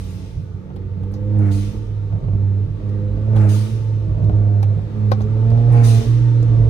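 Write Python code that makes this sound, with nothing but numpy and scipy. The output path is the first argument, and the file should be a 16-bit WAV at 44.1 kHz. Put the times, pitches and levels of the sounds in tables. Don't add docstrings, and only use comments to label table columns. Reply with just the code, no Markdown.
import sys
import numpy as np
from scipy import signal
from scipy.fft import rfft, irfft, next_fast_len
from scipy.io import wavfile
from scipy.ndimage import uniform_filter1d

SR = 44100
rng = np.random.default_rng(int(sys.argv[2]) if len(sys.argv) > 2 else 0)


def digitize_waveform(pressure):
    field = np.atleast_2d(pressure).T
    bounded = np.clip(field, -1, 1)
    quanta = np.round(bounded * 32767).astype(np.int16)
    wavfile.write(sys.argv[1], SR, quanta)


def boost_factor(decibels):
    exponent = np.asarray(decibels, float) / 20
    return 10 ** exponent


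N = 295136

# t/s, rate/Hz
CRUISE = [(0, 92.15), (.6, 92.65), (1.02, 95.6), (1.35, 105), (1.82, 104.2), (2.55, 98.7), (2.85, 102.7),
          (3.07, 101.5), (3.33, 109.5), (3.76, 110.3), (4.18, 103), (4.45, 103.8), (4.66, 101.8),
          (4.95, 105.5), (5.21, 104.8), (5.7, 119.1), (6.2, 119), (6.69, 112)]
# t/s, note surge/dB, time to bottom of sag/s
LIFTS = [
    (1.35, 10.5, 0.17),
    (3.34, 10, 0.14),
    (5.722, 4, 0.22),
]
SAG_HZ, REBOUND_S = 6.8, 0.28
SURGE_LEAD_S, SURGE_PEAK_S, SURGE_HOLD_S, SURGE_FADE_S = 0.09, 0.051, 0.22, 0.37
SURGE_HELD = 0.61
# t/s, level/dB
BOOM = [(0, -30.5), (.25, -30.5), (.4, -26.5), (.6, -34.5), (.8, -30), (.95, -26), (1.25, -22.5),
        (1.8, -25), (2.09, -22), (2.5, -16.5), (2.9, -20.5), (4.15, -19.5), (4.3, -13), (4.7, -14.5),
        (5.05, -10.5), (5.19, -20), (5.49, -13), (6.69, -12.5)]
# t/s, depth/dB, half length/s
REVERSALS = [(0.304, 17, 0.073), (0.45, 6, 0.089), (0.69, 32, 0.054), (1.734, 5, 0.082), (2.233, 8, 0.062),
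             (2.679, 15, 0.028), (2.79, 12.5, .1), (3.688, 11, 0.049), (4.19, 7.5, 0.04), (4.322, 8, .02),
             (4.905, 17, 0.2), (6.038, 18.5, 0.05)]
# start/s, end/s, second order/dB, odd upper orders/dB, even upper orders/dB
PULLS = [(-.1, 0.25, -38, -46, -57), (0.593, .8, -39, -57.5, -48.5), (0.804, .97, -41.5, -55, -49),
         (0.974, 1.756, -35, -39.5, -55.5), (2.33, 2.603, -36, -44.5, -47),
         (2.846, 3.73, -34.5, -40.5, -45.5), (4.284, 4.583, -34, -37, -40.5),
         (4.604, 4.724, -38.5, -57, -51), (4.977, 5.26, -29, -37.5, -46), (5.266, 5.447, -34, -39.5, -42.5),
         (5.453, 5.65, -29.5, -37.5, -27.5), (5.758, 6.05, -31.5, -35.5, -29),
         (6.452, 6.603, -39.5, -50, -46), (6.602, 6.8, -53, -35, -32)]
COAST_DB, SURGE_SHARE = (-47.5, -53, -53), (0.98, 1.27, 1.43)
PEDAL_DB_PER_S = 160
DYING_DB, DYING_START_S, DYING_END_S = 10, 0.17, 0.65
FIFTH_DB, FIFTH_SURGE, FIFTH_BOOST_DB, BOOST_S = -3, -1.14, 8, 0.53
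SIXTH_DB, SEVENTH_DB = -2, -6
RASP_START_S, RASP_S, RASP_DB = 4, 0.26, 9.2
UNEVEN_PER_S, UNEVEN_DB, FLUTTER_DB, WOBBLE = 3, 0.7, 1.6, 0.0008
# f/Hz, level/dB
PIPE = [(270, -4.5), (310, 0.5), (345, -13.5), (400, 0), (460, -11), (510, -5.5), (570, -14), (630, -5.5),
        (690, -10.5), (740, -22.5), (830, -15), (950, -30), (1040, -24.5)]
# order, start/s, end/s, level/dB
SINGS = [(5, 0.73, 0.9, 12), (7, 0.66, 1.1, -10), (5, 3.1, 3.2, -5.5), (5, 2.97, 3.4, 4),
         (8, 3.33, 3.47, 10.5), (3, 3.9, 4.12, 10), (4, 4.9, 5.25, 7.5), (6, 5.2, 5.45, -6),
         (7, 4.4, 6, 15.5), (8, 5.4, 6.2, 3), (3, 4.6, 5.55, -8), (7, 5.7, 5.8, 4.5), (4, 5.66, 5.77, 5),
         (4, 5.25, 5.45, 3.5), (3, .58, 1, -6.5), (4, .75, 1.1, 6), (5, 5.65, 6.05, -6), (6, 5.66, 5.78, 9),
         (8, 5.6, 7.8, -11), (9, 5.75, 5.9, 7), (3, 5.85, 6.8, -9), (4, 6.25, 6.5, 8.5),
         (2, 5.7, 5.72, -13.5), (6, 4.15, 4.55, 4.5), (7, 3.9, 4.55, 3.5), (5, .9, 1.05, -5),
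         (5, 2.85, 2.98, -3.5), (6, 5.76, 5.5, 2.5)]
SING_EASE_S = 0.06
# t/s, peak/dB, rise/s, hold/s, fall/(dB/s)
OVERRUNS = [
    (5.62, -38, 0.041, 0.15, 158),
    (6.06, -37.5, 0.046, 0.48, 148),
]
OVERRUN_HZ = 307.4

# f/Hz, level/(dB per Hz)
ROAR = [(120, -44), (200, -10), (267, -6), (308, -1), (339, -7.5), (468, -5), (530, -10), (610, -18.5),
        (720, -21.5), (900, -16.5), (1020, -29.5), (1150, -20), (1400, -27), (1700, -27.5), (3500, -44),
        (9000, -76.5)]
ROAR_START_DB, ROAR_DB_PER_S, ROAR_DB_PER_HZ = -43.5, 0.9, 0.2066
ROAR_SURGE, ROAR_PULL_DB, PUFF_SHARE = 0.15, 2, 0.2
# f/Hz, level/(dB per Hz)
AIR = [(1200, -29.5), (2000, -5), (3100, -4), (3850, -4), (3920, -5), (3990, -7), (6800, -14.5),
       (7300, -16.5), (11400, -23), (12900, -30), (13800, -21.5), (15000, -30.5), (15400, -43)]
WIND_START_DB, WIND_DB_PER_S, WIND_DB_PER_HZ = -68.5, 0.87, 0.3225
# t/s, lift/dB, half length/s
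TURBINE_LIFTS = [
    (2.45, 8, .15),
    (3.07, 11, 0.18),
    (4.63, 11, .25),
    (5.5, 5, .3),
]
TURBINE_HZ, TURBINE_DB = 3920, -21
# t/s, peak/dB, rise/s, hold/s, fall/(dB/s)
DRAINS = [
    (-.2, -59.5, .1, 0.47, 52),
    (1.48, -52.5, 0.14, 0.18, 76),
    (3.52, -52.5, 0.085, 0.15, 60.5),
    (5.83, -46, 0.12, 0.17, 68.5),
]
SIGH_HZ, SIGH_DB = (4900, 6500), -4

# t/s, peak/dB, rise/s, hold/s, fall/(dB/s)
VENTS = [
    (-.1, -50, .012, 0.2, 48),
    (1.512, -41.5, 0.0042, 0.057, 79.5),
    (3.485, -37.5, 0.009, 0.078, 78.5),
    (5.83, -33, 0.017, 0.068, 75.5),
]
# f/Hz, level/(dB per Hz)
JET = [(710, -23), (1200, 1.5), (1800, -6.5), (2300, -5), (3100, -3.5), (4700, -6.5), (6100, -3),
       (7250, -9), (9100, -5.5), (11400, -11.5), (12900, -12), (13600, -9.5), (14500, -11), (15200, -13.5)]
# f/Hz, width/Hz, lift/dB
JET_PEAKS = [(3730, 560, 2.5), (4770, 60, 5), (6550, 100, 0), (9000, 430, 3.5)]
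# t/s, peak/dB, rise/s, hold/s, fall/(dB/s)
SNAPS = [
    (1.27, -39.5, 0.13, 0.23, 205.5),
    (3.325, -35.5, 0.027, 0.16, 206.5),
    (5.66, -32.5, 0.072, 0.18, 198),
]
# f/Hz, level/(dB per Hz)
GULP = [(300, -13.5), (560, 3.5), (800, 12.5), (1000, -3), (1300, 4), (1700, -2.5), (2250, -5.5),
        (2700, -9), (3400, -17), (6000, -20), (10000, -23.5), (11500, -30), (13000, -35.5), (15000, -41.5)]
GULP_DUCT_HZ, GULP_DUCT_WIDTH_HZ, GULP_DUCT_DB = 2250, 63, 4.3
CLIMB = 0.31
TREBLE_FALL, BASS_FALL = 0.063, 0.27
KNEE_S = 0.01
WHISTLE_HZ, WHISTLE_DB = 6304, -16

# t/s, suspension thud/dB, floor pan drum/dB
BUMPS = [(.03, -36, -42.5), (.26, -38, -43), (.39, -25, -31.5), (.56, -35.5, -42), (1.0, -31, -35.5),
         (1.14, -28, -41), (1.56, -27.5, -43), (1.76, -30.5, -37), (2.14, -27.5, -28), (2.24, -25, -25),
         (2.349, -24.5, -27.5), (2.68, -33, -32), (2.97, -27, -32.5), (3.16, -23.5, -35),
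         (3.32, -24.5, -32), (3.78, -27.5, -34), (3.93, -36, -30.5), (4.09, -28.5, -30.5),
         (4.201, -23, -22.5), (4.31, -21.5, -25.5), (4.791, -24.5, -30), (4.99, -24.5, -35.5),
         (5.11, -26, -41), (5.27, -25, -30.5), (5.52, -26, -28), (5.721, -25.5, -30.5), (6.06, -23.5, -43),
         (6.2, -35.5, -36), (6.471, -24.5, -29.5), (6.6, -19, -25.5)]
# f/Hz, level/(dB per Hz)
THUD = [(20, -43.5), (33, -23), (42, 5.5), (58, 0.5), (75, -2.5), (90, -9.5), (120, -21.5), (200, -54)]
# f/Hz, level/(dB per Hz)
DRUM = [(50, -29.5), (75, -5), (105, 8.5), (150, 7), (175, -4), (220, -11.5), (400, -20.5), (700, -26.5),
        (1000, -54.5)]
SMOOTH_THUD_DB, SMOOTH_DRUM_DB = -34, -40.5
THUD_DB_PER_S, DRUM_DB_PER_S = (81, 61), (201, 118.5)
# t/s, peak/dB, length/s
KNOCKS = [(0.704, -37, 0.01), (1.123, -40, 0.01), (2.127, -31, 0.014), (2.165, -38, .01), (2.24, -35, .012),
          (2.285, -32, 0.02), (2.334, -32, 0.018), (2.804, -38, 0.01), (3.175, -34, 0.011),
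          (3.334, -28, 0.014), (4.11, -35, .012), (4.146, -35, .01), (4.175, -34, .012), (4.205, -33, .012),
          (4.232, -33, .012), (4.297, -24, 0.01), (4.791, -33, .01), (5.205, -32, 0.01), (5.366, -31, .01),
          (5.518, -28, .01), (6.428, -34, .01)]
# f/Hz, level/dB, t60/s
STRUT = [(150, 6, .07), (270, -2, .05), (450, -2, .05), (560, -4, .05), (670, -1, .05), (950, -9, .03),
         (1300, -12, .025)]
STRUT_DB = -2
# t/s, peak/dB, low part/dB, pan/dB, length/s
TICKS = [(0.7607, -50, 7, 2, 0.011), (1.033, -57, 11.5, -1, 0.016), (1.116, -63, -1, 0, 0.01),
         (1.137, -48, 2, -1, 0.021), (1.387, -57.5, -3, -1, 0.013), (2.891, -54.5, 6, 4, 0.011),
         (3.361, -39, 5, 1.5, 0.021), (3.415, -52, 0, -1, 0.0093), (4.243, -50.5, 3.5, 6, 0.0047),
         (4.628, -34, 3.5, 1, 0.011), (4.627, -40.5, -10, 0, 0.008), (5.116, -31, 13.5, 7.5, 0.012),
         (5.206, -46.5, 15.5, 0, 0.0087), (5.215, -48.5, 2, 3.5, 0.016), (5.502, -49, 10.5, -7, 0.0081),
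         (5.572, -52, 6, 2, 0.041), (5.72, -50, -6, -2, 0.03), (6.427, -46, -4.5, 5.5, 0.0044)]
CRACK_HZ = [4000, 3500, 9000, 5000, 8500, 4500, 3560, 5000, 4500, 2100, 4600, 4230, 4500, 5700, 4500, 4480,
            9300, 6000]
# f/Hz, level/dB, t60/s
TRIM = [(390, 2, 0.025), (520, 7, 0.03), (790, 6, 0.035), (1075, 1, 0.03), (1300, -1, 0.025),
        (1500, -2, 0.025), (1960, -4, 0.02), (2330, -7, 0.02)]
CRACK_SPREAD = 1.305
TREBLE_DB, TREBLE_LOSS, TREBLE_S = -14, 0.24, 0.016
RING_S, TAIL_DB = 0.13, -14
TICK_SAME, PORT_LAG = 0.65, 14
# t/s, peak/dB, rise/s, hold/s, fall/(dB/s)
COARSE = [
    (2.11, -48.5, 0.014, 0.21, 200),
    (4.12, -45, 0.064, 0.61, 55.5),
    (5.4, -39, 0.22, 0.47, 79.5),
    (6.45, -41.5, 0.089, .3, 102),
    (3.24, -37, 0.044, 0.22, 145.5),
]
# f/Hz, level/(dB per Hz)
GROWL = [(220, -8.5), (320, -4), (480, -1), (680, 0.5), (740, -14.5), (1000, -24.5), (1600, -31)]

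# f/Hz, coherence
SAME = [(60, 1), (130, 0.94), (290, 0.48), (640, 0.71), (1400, 0.083), (3100, 0.22), (6800, 0.12),
        (15000, 0.26)]
# f/Hz, level/dB
LEAN = [(60, -4.5), (110, -5.0), (200, -7), (380, -0.5), (700, 2.5), (1290, 1.5), (2380, -2), (4400, 4),
        (8120, -1), (15000, -2.5)]
# f/Hz, lead/samples
LEAD = [(100, 21.5), (210, 32.5), (310, -16.5), (520, 2), (740, 24.5), (1200, -10), (1550, 14),
        (3000, 20.5), (8000, 21.5)]
RIPPLE_DB = 1.8
LOW_EDGE_HZ, TOP_EDGE_HZ = 39, 15200
NOTCH_HZ, NOTCH_HALF_HZ, NOTCH_DB = 12170, 430, -45
CEILING = 0.95
# f/Hz, level/dB
WHINE = [(11886, -93), (12107, -92)]
WHINE_GATE_DB = -57


def evened(x):
    return x / np.sqrt(np.mean(x ** 2) + 1e-20)


def read(points, hz):
    f, value = np.transpose(points)
    return np.interp(np.log(hz + 1), np.log(f + 1), value)


def curve(rows):
    s, value = np.transpose(rows)
    return np.interp(np.arange(N) / SR, s, value)


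def bends(s, knots_s, values):
    return np.interp(np.arange(N) / SR - s, knots_s, values)


def slowly(law):
    at = np.arange(0, N + 32, 32)
    return np.interp(np.arange(N), at, law(at / SR))


def drift(per_s):
    lowpass = signal.butter(2, per_s, fs=SR / 32, output="sos")
    coarse = signal.sosfilt(lowpass, rng.standard_normal((N + SR) // 32 + 1))
    return evened(np.interp(np.arange(SR, SR + N) / 32, np.arange(len(coarse)), coarse))


def band(x, lo_hz, hi_hz):
    return signal.sosfilt(signal.butter(2, [lo_hz, min(hi_hz, SR / 2.1)], "band", fs=SR, output="sos"), x)


def noise(field_db, size, patchy_db):
    hop = size // 4
    hz = np.fft.rfftfreq(size, 1 / SR)[:, None]
    t = np.arange(N // hop + 5) * hop / SR
    a, b, c, d, patches = rng.standard_normal((len(t), len(hz), 5)).T
    patches = uniform_filter1d(patches, size=3, axis=0)
    patches = evened(uniform_filter1d(patches, size=16, axis=1))
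    ripple_db = RIPPLE_DB * rng.standard_normal(hz.shape)
    same = read(SAME, hz)
    left = a + 1j * b
    delay = np.exp(-2j * np.pi * hz * read(LEAD, hz) / SR)
    right = same * left * delay + np.sqrt(1 - same ** 2) * (c + 1j * d)
    lean_db = read(LEAN, hz) / 2
    ports = np.array([left * boost_factor(lean_db), right * boost_factor(-lean_db)])
    z = ports * boost_factor(field_db(hz, t) + ripple_db + patchy_db * patches)
    return signal.istft(z, nperseg=size, noverlap=size - hop)[1][:, :N]


def steady(shape, size, patchy_db):
    def field_db(hz, t):
        outside = (hz < shape[0][0]) | (hz > shape[-1][0])
        return read(shape, hz) - 60 * outside + 0 * t
    return evened(noise(field_db, size, patchy_db))


def tone(hz, db):
    level = boost_factor(db + 2.5 * drift(4) + 2.5 * drift(30))
    return level * np.sin(2 * np.pi * np.cumsum(hz * (1 + 0.003 * drift(25))) / SR)


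def flow_db(rows, t, speed, late=0):
    power = 1e-20
    for s, db, rise, hold, fall in rows:
        opening = np.clip((t - s) / rise - late, 0, 1) ** 2
        since_hold = t - s - hold
        bleed_s = (since_hold + np.hypot(since_hold, KNEE_S)) / 2
        power = power + opening * boost_factor(2 * (db - fall * speed * bleed_s))
    return 10 * np.log10(power)


def flow(rows, speed=1):
    return slowly(lambda t: flow_db(rows, t, speed))


def firing_hz():
    sag = sum(bends(s, [0, low_s, low_s + REBOUND_S], [0, SAG_HZ, 0]) for s, _, low_s in LIFTS)
    return curve(CRUISE) - sag


def surge_db():
    knots_s = [-SURGE_LEAD_S, SURGE_PEAK_S, SURGE_HOLD_S, SURGE_FADE_S]
    return sum(bends(s, knots_s, [0, db, SURGE_HELD * db, 0]) for s, db, _ in LIFTS)


def pedal_db():
    t = np.arange(N) / SR
    return [-PEDAL_DB_PER_S * np.maximum(np.maximum(a - t, t - b), 0) for a, b, *_ in PULLS]


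def orders():
    swell, off = surge_db(), pedal_db()
    cancel = sum(bends(s, [-half, 0, half], [0, db, 0]) for s, db, half in REVERSALS)
    boom_db = curve(BOOM) + swell - cancel
    dying_s = [DYING_START_S, DYING_END_S, DYING_END_S + 0.05]
    dying = sum(bends(s, dying_s, [0, DYING_DB, 0]) for s, *_ in LIFTS)
    boost_s = [-BOOST_S, 0.1 - BOOST_S, 0.05, 0.12]
    boost = sum(bends(s, boost_s, [0, FIFTH_BOOST_DB, FIFTH_BOOST_DB, 0]) for s, *_ in LIFTS)
    levels = []
    for k, (idle_db, share) in enumerate(zip(COAST_DB, SURGE_SHARE)):
        loaded = np.max([row[2 + k] + drop for row, drop in zip(PULLS, off)], axis=0)
        if k > 0:
            loaded = loaded - dying
        levels.append(np.maximum(loaded, idle_db) + share * swell)
    return boom_db, *levels, FIFTH_DB + FIFTH_SURGE * swell + boost


def sing_db(order):
    total = np.zeros(N)
    for k, a, b, db in SINGS:
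        if round(k) == order:
            total += bends(a, [-SING_EASE_S, 0, b - a, b - a + SING_EASE_S], [0, db, db, 0])
    return total


def engine():
    hz = firing_hz()
    boom_db, second_db, odd_db, even_db, fifth_db = orders()
    turns = np.cumsum(hz * (1 + WOBBLE * drift(22))) / SR
    rasp_db = bends(RASP_START_S, [-0.03, 0, RASP_S, RASP_S + 0.034], [0, RASP_DB, RASP_DB, 0])
    extra_db = {5: fifth_db, 6: SIXTH_DB + rasp_db, 7: SEVENTH_DB + 2 * rasp_db}
    out = np.zeros((2, N))
    for k in range(1, 10):
        if k == 1:
            level_db = boom_db
        elif k == 2:
            level_db = second_db + sing_db(2)
        else:
            level_db = (odd_db if k % 2 else even_db) + read(PIPE, k * hz) + sing_db(k) + extra_db.get(k, 0)
            level_db = level_db + UNEVEN_DB * drift(UNEVEN_PER_S) + FLUTTER_DB * drift(25)
        lean_db = read(LEAN, k * hz) / 2
        late = np.array([0 * hz, hz * read(LEAD, k * hz) / SR])
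        level = np.sqrt(2) * boost_factor(level_db + np.array([lean_db, -lean_db]))
        out += level * np.cos(2 * np.pi * k * (turns - late) + 0.579 * k ** 2)
    return out, turns


def bay_roar(turns):
    t, revs_hz = np.arange(N) / SR, curve(CRUISE) - 100
    pulling = uniform_filter1d(boost_factor(np.max(pedal_db(), axis=0)), size=6000)
    level_db = ROAR_START_DB + ROAR_DB_PER_S * t + ROAR_DB_PER_HZ * revs_hz
    level_db = level_db + ROAR_SURGE * surge_db() + ROAR_PULL_DB * pulling
    puffs = evened(1 + PUFF_SHARE * np.cos(2 * np.pi * turns))
    return boost_factor(level_db) * puffs * steady(ROAR, size=2048, patchy_db=1.9)


def wind():
    t, revs_hz = np.arange(N) / SR, curve(CRUISE) - 100
    wind_db = WIND_START_DB + WIND_DB_PER_S * t + WIND_DB_PER_HZ * revs_hz
    air_db = 10 * np.log10(boost_factor(2 * wind_db) + boost_factor(2 * flow(DRAINS)))
    lift_db = sum(bends(s, [-half, 0, half], [0, db, 0]) for s, db, half in TURBINE_LIFTS)
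    turbine = boost_factor(lift_db) * tone(TURBINE_HZ, TURBINE_DB)
    return boost_factor(air_db + 4.5) * (steady(AIR, size=1024, patchy_db=1.3) + turbine)


def sigh():
    air = band(band(rng.standard_normal((2, N)), *SIGH_HZ), *SIGH_HZ)
    return boost_factor(flow(DRAINS, 0.8) + SIGH_DB + 1.5 * drift(30)) * evened(air)


def jet(rows, shape, peaks, climb=0):
    def field_db(hz, t):
        colour = read(shape, hz) + sum(db / (1 + ((hz - f) / w) ** 2) for f, w, db in peaks)
        colour = colour - 60 * (hz < shape[0][0])
        colour = colour - 10 * np.log10(np.sum(boost_factor(2 * colour)))
        octaves = np.log2(np.maximum(hz, 500) / 3500)
        speed = 1 + np.maximum(TREBLE_FALL * octaves, -BASS_FALL * octaves)
        return colour + flow_db(rows, t, speed, climb * np.clip(octaves + 2, 0, 2))
    return noise(field_db, size=512, patchy_db=2.9)


def vent():
    return jet(VENTS, JET, JET_PEAKS)


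def jolts(column, smooth_db, slopes):
    rise, fall = slopes

    def level_db(t):
        peaks = [row[column] - np.maximum(rise * (row[0] - t), fall * (t - row[0])) for row in BUMPS]
        return np.maximum(np.max(peaks, axis=0), smooth_db)
    return boost_factor(slowly(level_db))


def road():
    thud = jolts(1, SMOOTH_THUD_DB, THUD_DB_PER_S) * steady(THUD, size=4096, patchy_db=-3)
    drum = jolts(2, SMOOTH_DRUM_DB, DRUM_DB_PER_S) * steady(DRUM, size=2048, patchy_db=-0.5)
    return thud + boost_factor(7) * drum


def burst(t, length_s):
    attack = 1 - np.exp(-20 * t / length_s)
    shape = attack * (np.exp(-t / length_s) + boost_factor(TAIL_DB - 60 * t / RING_S))
    a, b = rng.standard_normal((2, len(t)))
    return shape * np.array([a, TICK_SAME * np.roll(a, PORT_LAG) + np.sqrt(1 - TICK_SAME ** 2) * b])


def knocks():
    out, t = np.zeros((2, N + SR)), np.arange(SR // 5) / SR
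    for s, db, length_s in KNOCKS:
        detune = rng.uniform(0.88, 1.12, len(STRUT))
        ring = sum(boost_factor(g - 60 * t / t60) * np.sin(2 * np.pi * f * d * t)
                   for (f, g, t60), d in zip(STRUT, detune))
        rattle = boost_factor(2.5) * band(band(burst(t, length_s), 150, 1250), 170, 750)
        knock = rattle + boost_factor(STRUT_DB) * np.array([ring, np.roll(ring, PORT_LAG)])
        out[:, round(s * SR):][:, :len(t)] += boost_factor(db) * knock
    return out[:, :N]


def ticks():
    out, t = np.zeros((2, N + SR)), np.arange(SR // 5) / SR
    panel = sum(boost_factor(db - 60 * t / t60) * np.sin(2 * np.pi * f * t) for f, db, t60 in TRIM)
    panel = panel * (1 - np.exp(-t / 0.002))
    panel = panel[None] / np.linalg.norm(panel)
    for (s, db, low_db, pan_db, length_s), hz in zip(TICKS, CRACK_HZ):
        treble_db = TREBLE_DB - TREBLE_LOSS * (db + 45)
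        hiss = burst(t, length_s)
        blow = np.sqrt(length_s * SR / 2) * np.exp(-t * 8000) / 2
        strike = 0.5 * hiss + np.array([blow, np.roll(blow, PORT_LAG)]) / 2
        ring = signal.fftconvolve(strike, panel, axes=1)[:, :len(t)]
        crack = 1.57 * band(hiss, hz / CRACK_SPREAD, hz * CRACK_SPREAD)
        treble = 3.8 * boost_factor(treble_db) * np.exp(-t / TREBLE_S) * band(hiss, 2900, 15000)
        pan = boost_factor(db + np.array([[pan_db], [-pan_db]]) / 2)
        out[:, round(s * SR):][:, :len(t)] += pan * (crack + treble + boost_factor(low_db) * ring)
    return out[:, :N]


def gulp():
    return jet(SNAPS, GULP, [(GULP_DUCT_HZ, GULP_DUCT_WIDTH_HZ, GULP_DUCT_DB)], CLIMB)


def whistle():
    return boost_factor(flow(VENTS[1:], 1.8)) * tone(WHISTLE_HZ, WHISTLE_DB)


def tyres():
    return boost_factor(flow(COARSE) + 3 * drift(40)) * steady(GROWL, size=512, patchy_db=2)


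def overrun():
    phase = 2 * np.pi * OVERRUN_HZ * np.cumsum(1 + 0.004 * drift(6)) / SR
    return np.sqrt(2) * boost_factor(flow(OVERRUNS) + 1.2 * drift(11)) * np.cos(phase)


def whine():
    t = np.arange(N) / SR
    tones = sum(np.sqrt(2) * boost_factor(db) * np.sin(2 * np.pi * f * t) for f, db in WHINE)
    venting_db = flow([(s + 0.04, *row) for s, *row in VENTS])
    return tones * (venting_db < WHINE_GATE_DB)


def scene():
    note, turns = engine()
    air = wind() + sigh() + vent() + gulp() + whistle()
    return note + bay_roar(turns) + air + road() + knocks() + ticks() + tyres() + overrun()


def top_cut(x):
    return signal.sosfilt(signal.butter(12, 15890, fs=SR, output="sos"), x)


def record(dry):
    size = next_fast_len(N + SR // 4)
    hz = np.fft.rfftfreq(size, 1 / SR)
    edges = 1 / np.sqrt((1 + (LOW_EDGE_HZ / (hz + 1)) ** 8) * (1 + (hz / TOP_EDGE_HZ) ** 160))
    notch = boost_factor(NOTCH_DB * np.exp(-((hz - NOTCH_HZ) / NOTCH_HALF_HZ) ** 4))
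    heard = irfft(rfft(dry, size) * edges * notch, size)[:, :N]
    limited = heard / (1 + (heard / CEILING) ** 6) ** (1 / 6)
    return top_cut(limited + whine())


dry = scene()
out = record(dry)
digitize_waveform(out)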